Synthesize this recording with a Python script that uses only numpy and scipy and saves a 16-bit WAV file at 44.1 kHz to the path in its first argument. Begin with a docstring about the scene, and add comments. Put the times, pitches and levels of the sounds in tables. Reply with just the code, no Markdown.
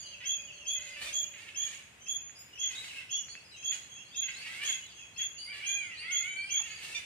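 """A garden with birds in its trees. A near bird repeats a rising, two-toned tweet about twice a second, built from
harmonics on a sliding pitch. Others scold with hoarse pulse trains or draw out a nasal wail, both through resonant
throats; slurred whistles, honks, faint twitter and ringing bill snaps come from all round.
Leaves and trunks scatter every call as decaying random echoes, over a floor of coloured noise
with a distant engine's drone."""
import sys
import numpy as np
from scipy import signal
from scipy.fft import rfft, irfft, next_fast_len
from scipy.io import wavfile
from scipy.ndimage import uniform_filter1d

SR = 44100
rng = np.random.default_rng(int(sys.argv[2]) if len(sys.argv) > 2 else 0)


def output_pcm(signal):
    """Save a mono or channel-first signal as 16-bit PCM at the path in sys.argv[1].

    Samples are clipped to [-1, 1] before scaling.
    """
    pcm = np.clip(np.atleast_2d(signal).T, -1, 1) * 32767
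    wavfile.write(sys.argv[1], SR, np.round(pcm).astype(np.int16))


N = 310905
TIME = np.arange(N) / SR  # seconds


def from_db(db):
    """Level is logarithmic: 20 dB is a tenfold amplitude."""
    return 10 ** (np.asarray(db) / 20)


def rms_one(x):
    """Mean power sets the level: scale a signal to rms 1."""
    return x / np.sqrt(np.mean(x ** 2) + 1e-20)


def at_hz(points, hz):
    """Frequency is read logarithmically, as pitch is: interpolate a (Hz, value) curve."""
    knots, values = np.transpose(points)
    return np.interp(np.log(hz + 1), np.log(knots), values)


def in_time(rows):
    """A contour is piecewise linear in time: return its columns, then a gate with 20 ms ramps outside its ends."""
    s, *columns = np.transpose(rows)
    gate = np.clip(np.minimum(TIME - s[0], s[-1] - TIME) / .02 + 1, 0, 1)
    return [np.interp(TIME, s, c) for c in columns] + [gate]


def drift(rate, size=N):
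    """Slow random modulation: normal values, `rate` a second, joined by straight lines; spread about 1."""
    knots = rng.standard_normal(size // 8 + 4)
    position = np.arange(size) * min(rate / SR, 1 / 8)
    return np.interp(position, np.arange(len(knots)), knots)


def colour(x, spectrum):
    """Linear filtering multiplies spectra: shape a sound by a (Hz, dB) curve, at rms 1."""
    size = next_fast_len(N)
    gain = from_db(at_hz(spectrum, np.fft.rfftfreq(size, 1 / SR)))
    return rms_one(irfft(rfft(x, size) * gain, size)[..., :N])


def throat(x, resonances):
    """Source and filter: parallel (Hz, width Hz, dB) resonances, each applied twice for steep skirts."""
    out = 0
    for hz, width, db in resonances:
        r = np.exp(-np.pi * width / SR)  # pole radius: a wider resonance rings more briefly
        section = [(1 - r * r) / 2, 0, (r * r - 1) / 2, 1, -2 * r * np.cos(2 * np.pi * hz / SR), r * r]
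        out = out + from_db(db) * signal.sosfilt([section, section], x)
    return out


def add(track, s, sound):
    """Superposition: mix a sound into a track at a time in seconds, trimmed to the track."""
    start = int(s * SR)
    sound, start = sound[max(-start, 0):], max(start, 0)
    track[start:start + len(sound)] += sound[:max(N - start, 0)]


def note(hz, harmonics_db, waver, attack, release):
    """A syrinx tone is a sum of harmonics of one moving pitch; attack and release are shares of its length."""
    u = np.linspace(0, 1, len(hz))
    wavering_hz = hz * (1 + waver * drift(382, size=len(hz)))
    phase = 2 * np.pi * np.cumsum(wavering_hz) / SR
    swell = np.sin(np.pi / 2 * np.clip(np.minimum(u / attack, (1 - u) / release), 0, 1))
    tone = sum(from_db(db) * np.sin(k * phase) for k, db in harmonics_db)
    return np.sqrt(2) * swell * tone  # a harmonic's dB is its rms at full swell


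def arc(length, start_hz, end_hz):
    """A glide in pitch: a rising slur levels off early at its final pitch; a falling one drops almost straight."""
    ease = 2.8 if end_hz > start_hz else 1.1
    return end_hz + (start_hz - end_hz) * np.linspace(1, 0, int(length * SR)) ** ease


def garden(x, scatter_db, tail_db, pan_db):
    """Multiple scattering: direct sound, quick echoes off near foliage, a tail from far trees; power is kept."""
    scatter_t60_s, garden_t60_s = 0.17, 0.57
    right_lag_s = .00007  # the direct sound reaches the right channel slightly later
    t = TIME[:SR]
    sparse = (rng.random((2, 2, SR)) < 3000 / SR) * (t > .002)  # 3000 echoes a second, after 2 ms
    echoes = rng.standard_normal((2, 2, SR)) * sparse
    near = rms_one(echoes[0] * from_db(-60 * t / scatter_t60_s))
    far = rms_one(echoes[1] * from_db(-60 * t / garden_t60_s) * (1 - np.exp(-t / 0.0031)))
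    paths = (from_db(scatter_db) * near + from_db(tail_db) * far) / np.sqrt(SR)
    paths[0, 0] = paths[1, int(right_lag_s * SR)] = 1  # direct sound, left and right
    # Open air favours no pitch: flatten the response until only a fine ripple remains.
    response = rfft(paths)
    response /= np.sqrt(uniform_filter1d(abs(response) ** 2, size=90))
    paths = irfft(response)[:, :SR * 3 // 4]
    sides = from_db([[pan_db / 2], [-pan_db / 2]])  # a positive pan leans left
    return signal.fftconvolve(x[None], paths, axes=1)[:, :N] * sides


def tweet_pitch(length, start_hz, top_hz):
    """Exponential approach to a target: the pitch slides up, quivers, and sags as the beak closes."""
    scoop_s, sag_hz, quiver_hz = 0.01907, 46.5, 19.75
    t = np.arange(int(length * SR)) / SR
    scoop = (start_hz - top_hz) * np.exp(-t / scoop_s)
    sag = sag_hz * (t / length) ** 6
    return top_hz + scoop - sag + quiver_hz * drift(70.6, size=len(t))


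def near_bird():
    """Directivity: odd and even harmonics beam differently from the beak, the octave to the right."""
    # The near bird's tweets. Each row: start in seconds, fundamental in dB, octave in dB, before scattering.
    tweets = [(-.08, -48, -40.5), (0.248, -36, -34), (0.66, -35, -33.5), (1.122, -38.5, -33),
              (1.553, -40, -34.5), (2.071, -37.5, -33), (2.583, -37, -36), (3.099, -36.5, -35),
              (3.633, -37.5, -34.5), (4.152, -38.5, -35), (4.641, -36.5, -35), (5.169, -37, -35),
              (5.655, -38.5, -33.5), (6.107, -36.5, -32.5), (6.498, -36, -32)]
    # A hurried tweet is longer and scoops up from lower: time since the last (s), length (s), starting pitch (Hz).
    hurried, rested = (.41, 0.0988, 3050), (.52, 0.0903, 3220)
    rests, lengths, starts_hz = np.transpose([hurried, rested])
    top_hz = 3359
    pip_s, pip_lead_s, pip_hz, pip_db = 0.016, .008, (2480, 2740), -44  # a low pip leads in each tweet
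    odd, even = np.zeros((2, N))
    last = -np.inf
    for s, first_db, octave_db in tweets:
        rest, last = s - last, s
        length = np.interp(rest, rests, lengths)
        hz = tweet_pitch(length, np.interp(rest, rests, starts_hz), top_hz)
        pip_harmonics = [(1, pip_db), (2, pip_db - 8)]
        pip = note(arc(pip_s, *pip_hz), pip_harmonics, waver=0, attack=0.25, release=0.83)
        add(odd, s - pip_lead_s, pip)
        odd_harmonics = [(1, first_db), (3, first_db - 21.0)]
        add(odd, s, note(hz, odd_harmonics, waver=0.003, attack=0.17, release=0.2))
        even_harmonics = [(2, octave_db), (4, octave_db - 30.0)]
        add(even, s, note(hz, even_harmonics, waver=0.003, attack=0.24, release=0.05))
    left_leaning = garden(odd, scatter_db=4.0, tail_db=0, pan_db=6.0)
    right_leaning = garden(even, scatter_db=8.5, tail_db=1.5, pan_db=-9.0)
    return left_leaning + right_leaning


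def scolding(flutter_db=3.0, throb_db=2.5):
    """Source and filter: a buzz rings the throat, shakier and breathier when hoarse; an open beak lets hiss out."""
    # Hoarse scolding calls. Each row: start in seconds, length in seconds, pitch in Hz,
    # hoarseness (held within 0-1), throat level in dB, hiss level in dB before a further 10 dB.
    rasps = [(0.201, .085, 507.5, 0.9, -46.5, -77), (0.748, 0.23, 510.5, 0.52, -49.5, -66.5),
             (0.958, 0.17, 583, 0.89, -45, -55), (1.331, 0.18, 442.3, 1, -49.5, -69),
             (1.53, .29, 561, 0.94, -51, -64), (2.624, 0.42, 519.6, 1.06, -49, -62),
             (3.708, 0.075, 487, 1.1, -47, -58.5), (4.221, 0.52, 521.6, 0.99, -48, -63.5),
             (4.273, 0.041, 539, 0.89, -41, -90), (4.598, 0.13, 567, 1.08, -40, -56),
             (4.732, 0.064, 513, 0.15, -46, -79), (5.184, 0.069, 510.6, 1.1, -47.5, -89),
             (5.52, 0.11, 579, .8, -45.5, -65), (6.551, 0.2, 439.3, 0.89, -48.5, -67),
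             (6.72, 0.33, 434, .85, -48.5, -59.5)]
    # Throat resonances. Each row: centre in Hz, width in Hz, relative gain in dB.
    scold_throat = [(1710, 160, -20), (2120, 690, 15), (2544, 870, 16.5), (3930, 2600, -30)]
    # Open-beak hiss. Each row: frequency in Hz, relative spectrum level in dB per Hz.
    hiss_spectrum = [(250, -40), (600, -8), (4200, 5.5), (5300, -2), (8800, 1.5), (10000, -7), (12700, -25)]
    jitter, wander, breath, arch = .024, .06, .42, .08  # shares of pitch, except breath: noise against buzz
    attack_s, release_s = 0.012, 0.025
    waver = jitter * drift(500) + wander * drift(55)
    flutter = from_db(flutter_db * drift(160) + throb_db * drift(45))
    noise = rng.standard_normal(N)
    rush = colour(rng.standard_normal(N), hiss_spectrum)
    low, high = np.zeros((2, N))
    for s, length, pitch_hz, hoarse, throat_db, hiss_db in rasps:
        part = np.arange(int(s * SR), min(int((s + length) * SR), N))
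        t, hoarse = TIME[:len(part)], np.clip(hoarse, 0, 1)
        gape = np.sin(np.pi * t / length)  # beak opening peaks mid-call and lifts the pitch
        bend = hoarse * (arch * (gape - .5) + waver[part])
        cycles = np.cumsum(pitch_hz * (1 + bend)) / SR
        pulses = rms_one(sum(np.cos(2 * np.pi * k * cycles) for k in range(1, 19)))
        puffs = np.exp(-3 * (cycles % 1))  # a burst of air dies away in each cycle
        edges = np.clip(np.minimum(t / attack_s, (length - t) / release_s), 0, 1)
        swell = flutter[part] ** hoarse * np.sin(np.pi / 2 * edges)
        breathy = breath * hoarse * rms_one(puffs * noise[part])
        body = throat(pulses + breathy, scold_throat)
        add(low, s, from_db(throat_db) * rms_one(swell * body))
        add(high, s, from_db(hiss_db + 10.0) * rms_one(swell * gape * puffs * rush[part]))
    voiced = garden(low, scatter_db=-3.0, tail_db=-3.0, pan_db=-4.0)
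    hissed = garden(high, scatter_db=4.0, tail_db=5.0, pan_db=1.0)
    return voiced + hissed


def wail(rolloff=0.4, count=12):
    """Formants: harmonics sweep through a fixed throat; low notes break into a growl at half the pitch."""
    # One curve for each syllable. Each row: time in seconds, pitch in Hz, short-term level in dB before scattering.
    syllables = [
        [(4.36, 560, -65), (4.47, 636, -42.5), (4.56, 693, -46), (4.63, 801, -38.5)],
        [(5.47, 700, -47.5), (5.51, 795, -40), (5.545, 618, -51), (5.595, 657, -54), (5.637, 792, -36.5),
         (5.785, 816.6, -36.5), (5.862, 710, -43), (5.99, 604, -50.5)],
        [(6.025, 612.4, -42.5), (6.11, 736, -34.5), (6.17, 674, -41.5), (6.25, 717, -36.5), (6.272, 756, -37.5),
         (6.505, 795, -41), (6.555, 727, -44)],
    ]
    # Throat resonances. Each row: centre in Hz, width in Hz, relative gain in dB.
    wail_throat = [(1575, 88, -12.5), (2246, 574, 5), (2910, 380, -3), (8810, 1140, -12)]
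    # Roughness against pitch. Each row: pitch in Hz, hoarseness from 0 to 1.
    hoarse_by_pitch = [(610, .75), (770, .22)]
    jitter, breath, growl = .028, .42, .8  # shares of pitch, noise and amplitude at full hoarseness
    out = np.zeros(N)
    for syllable in syllables:
        hz, db, gate = in_time(syllable)
        hoarse = np.clip(at_hz(hoarse_by_pitch, hz), 0, 1)
        phase = 2 * np.pi * np.cumsum(hz * (1 + jitter * hoarse * drift(250))) / SR
        voice = rms_one(sum(np.cos(k * phase) / k ** rolloff for k in range(1, count + 1)))
        voice = voice * (1 + growl * hoarse * drift(70) * np.cos(phase / 2))  # alternate cycles differ
        cry = throat(voice + breath * hoarse * rng.standard_normal(N), wail_throat)
        running_rms = np.sqrt(uniform_filter1d(cry ** 2, size=1000) + 1e-12)
        out += gate * from_db(db) * cry / running_rms
    return garden(out, scatter_db=1, tail_db=-2, pan_db=-2.0)


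def honk():
    """A missing fundamental sounds nasal: cries made only of upper harmonics, and one low falling chuck."""
    # Brief nasal cries. Each row: start in seconds, second-harmonic level in dB before scattering.
    honks = [(1.065, -43), (6.945, -36.5)]
    # Harmonics from the second upwards: each entry is a relative level in dB.
    upper_harmonics = [0, -1, -13.5, -7.5, -11.5]
    out = np.zeros(N)
    for s, db in honks:
        hz = arc(0.042, 1181, 1191)
        cry = note(hz, enumerate(upper_harmonics, 2), waver=0.01, attack=0.16, release=0.56)
        add(out, s, from_db(db) * cry)
    chuck = note(arc(0.027, 1337.7, 646.1), [(1, -53.5)], waver=0.0285, attack=0.18, release=0.29)
    add(out, 6.588, chuck)
    return garden(out, scatter_db=-0.5, tail_db=-9.0, pan_db=-3.0)


def small_birds():
    """Frequency glides of nearly pure tone: slurred whistles, each sliding into its final pitch."""
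    # Each row: start in seconds, length in seconds, final pitch in Hz,
    # slide into it in semitones (positive rises), fundamental level in dB before scattering.
    whistles = [(-.03, 0.088, 4690, 1, -48.5), (0.836, .1, 2074, 1, -51), (1.136, 0.088, 6800, -2.5, -47),
                (2.18, 0.04, 2504, -1, -56), (2.35, .06, 5060, 0.6, -52.5), (2.384, 0.04, 7010, 0, -49.5),
                (2.528, 0.038, 2970, 1, -48), (2.746, 0.053, 3870, 1.5, -41),
                (3.284, 0.046, 4490, 1.5, -47), (3.509, 0.043, 3795, -1.5, -52.5),
                (4.104, .11, 3900, 4.5, -51.5), (4.333, .1, 4590, 4.5, -50),
                (4.842, 0.093, 2740, -8, -56.5), (5.377, 0.093, 4744, 1, -43.5),
                (5.968, 0.056, 4660, 4, -44.5), (6.363, 0.087, 4430, 0.2, -50),
                (6.716, 0.048, 4690, 0.5, -49.5)]
    out = np.zeros(N)
    for s, length, end_hz, slide, db in whistles:
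        hz = arc(length, end_hz * 2 ** (-slide / 12), end_hz)
        add(out, s, note(hz, [(1, db), (2, db - 12.5)], waver=0.012, attack=0.17, release=0.069))
    return garden(out, scatter_db=2.0, tail_db=0.5, pan_db=-0.5)


def chips():
    """Downward glides: two small birds repeat falling notes, one steep high chips, the other lower peeps."""
    # Steep falling chips, all alike: each entry is a start in seconds.
    chip_starts = [0.049, 5.376, 5.529, 5.645, 6.149]
    # Short falling peeps of another bird, all alike: each entry is a start in seconds.
    peep_starts = [.112, 0.471, 2.879, 2.953]
    # Each bird: starts, length in seconds, (from, to) pitch in Hz, level in dB before scattering.
    birds = [(chip_starts, .028, (4890, 3880), -51.5), (peep_starts, 0.0465, (3070, 2550), -46)]
    out = np.zeros(N)
    for starts, length, fall_hz, db in birds:
        harmonics = [(1, db), (2, db - 21.0)]
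        for s in starts:
            add(out, s, note(arc(length, *fall_hz), harmonics, waver=0.0056, attack=0.17, release=0.095))
    return garden(out, scatter_db=-4.5, tail_db=3.0, pan_db=-1.5)


def bill_snaps():
    """Impulse response: dry clicks ring the beak's broad resonance for a millisecond or two."""
    # Each row: start in seconds, level in dB (the click that drives the beak is 25 dB higher).
    snaps = [(2.296, -41), (3.285, -39.5), (3.353, -33.5)]
    clicks = np.zeros(N)
    for s, db in snaps:
        add(clicks, s, from_db([db + 25.0]))
    ringing = throat(clicks, [(1950, 1200, 0.0028)])
    return garden(ringing, scatter_db=-7.0, tail_db=-30, pan_db=-6)


def far_bird():
    """Reverberation outweighs direct sound at a distance: the same kind of tweet from deep in the trees."""
    # Far birds of the near one's kind answer. Each row: start in seconds, top pitch in Hz,
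    # fundamental level in dB before scattering.
    replies = [(.02, 3220, -52), (0.52, 3230, -55), (2, 3175, -54), (2.574, 2890, -53),
               (3.109, 2940, -48.5), (3.56, 3260, -50), (3.89, 3303, -50.5), (4.94, 3300, -53)]
    out = np.zeros(N)
    for s, top_hz, db in replies:
        hz = tweet_pitch(.085, .965 * top_hz, top_hz)
        harmonics = [(1, db), (2, db + 0.5), (3, db - 19.0)]
        add(out, s, note(hz, harmonics, waver=0.0132, attack=0.069, release=0.19))
    return garden(out, scatter_db=-9.0, tail_db=11.0, pan_db=-4.0)


def twitter(count=40, pitch_hz=2720, level_db=0, octave_db=-16):
    """Incoherent sum of many distant birds: faint slurs scattered in time, in a chorus that swells and thins."""
    # Gain of the distant chorus. Each row: time in seconds, gain in dB.
    chorus_curve = [(1.1, -49), (2.3, -84), (2.8, -48), (5.2, -49), (7.05, -47)]
    out = np.zeros(N)
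    for k, (when, length, start, end, loud) in enumerate(rng.uniform(-1.2, 1, (count, 5))):
        hz = arc(.06 + .025 * length, pitch_hz * (1 + .14 * start), pitch_hz * (1 + .1 * end))
        slur = note(hz, [(1, 0), (2, octave_db)], waver=.018, attack=.3, release=.3)
        s = (k + .5 + when / 2) * N / SR / count  # evenly spaced, then shifted by chance
        add(out, s, from_db(level_db + 2 * loud) * slur)
    chorus_db, _ = in_time(chorus_curve)
    return garden(from_db(chorus_db) * out, scatter_db=2, tail_db=1, pan_db=0)


def outdoors():
    """Diffuse-field coherence: far rumble and leaf hush alike in both ears only in the bass, and an engine whine."""
    # Outdoor floor. Each row: frequency in Hz, relative spectrum level in dB per Hz.
    air_spectrum = [(30, -35), (62, 2.5), (135, 1.5), (280, -5.5), (1250, -9), (2600, -1), (4300, -17),
                    (8000, -15), (14000, -29.5)]
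    # Left-right likeness that shapes mid and side before each is levelled. Each row: frequency in Hz, likeness 0-1.
    likeness = [(100, 0.96), (350, 0.61), (3000, 0.22)]
    # A distant engine drones. Each row: time in seconds, peak level in dB.
    drone_curve = [(0, -72.5), (1.1, -62), (1.7, -80)]
    mid, side = rng.standard_normal((2, N))
    mid_spectrum = [(hz, 10 * np.log10(1 + abs(c))) for hz, c in likeness]
    side_spectrum = [(hz, 10 * np.log10(max(1 - c, 1e-2))) for hz, c in likeness]
    mid, side = colour(mid, mid_spectrum), colour(side, side_spectrum)
    air = from_db(-58.0) * colour(np.array([mid + side, mid - side]), air_spectrum)
    db, gate = in_time(drone_curve)
    whine = np.sin(2 * np.pi * np.cumsum(588 + 16 * drift(40.83)) / SR)  # Hz, wandering
    return air + gate * from_db(db) * whine


def scene():
    """Superposition of all the birds over the outdoor floor."""
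    calls = near_bird() + scolding() + wail() + honk()
    small = small_birds() + chips() + bill_snaps()
    distant = far_bird() + twitter() + twitter(count=45, pitch_hz=4510, level_db=-9.5)
    return calls + small + distant + outdoors()


def record(dry):
    """Band limiting: a steep elliptic low-pass cuts the top above 15.5 kHz."""
    cutoff_hz = 15500
    return signal.sosfilt(signal.ellip(12, .1, 80, cutoff_hz, fs=SR, output="sos"), dry)


dry = scene()
out = record(dry)
output_pcm(out)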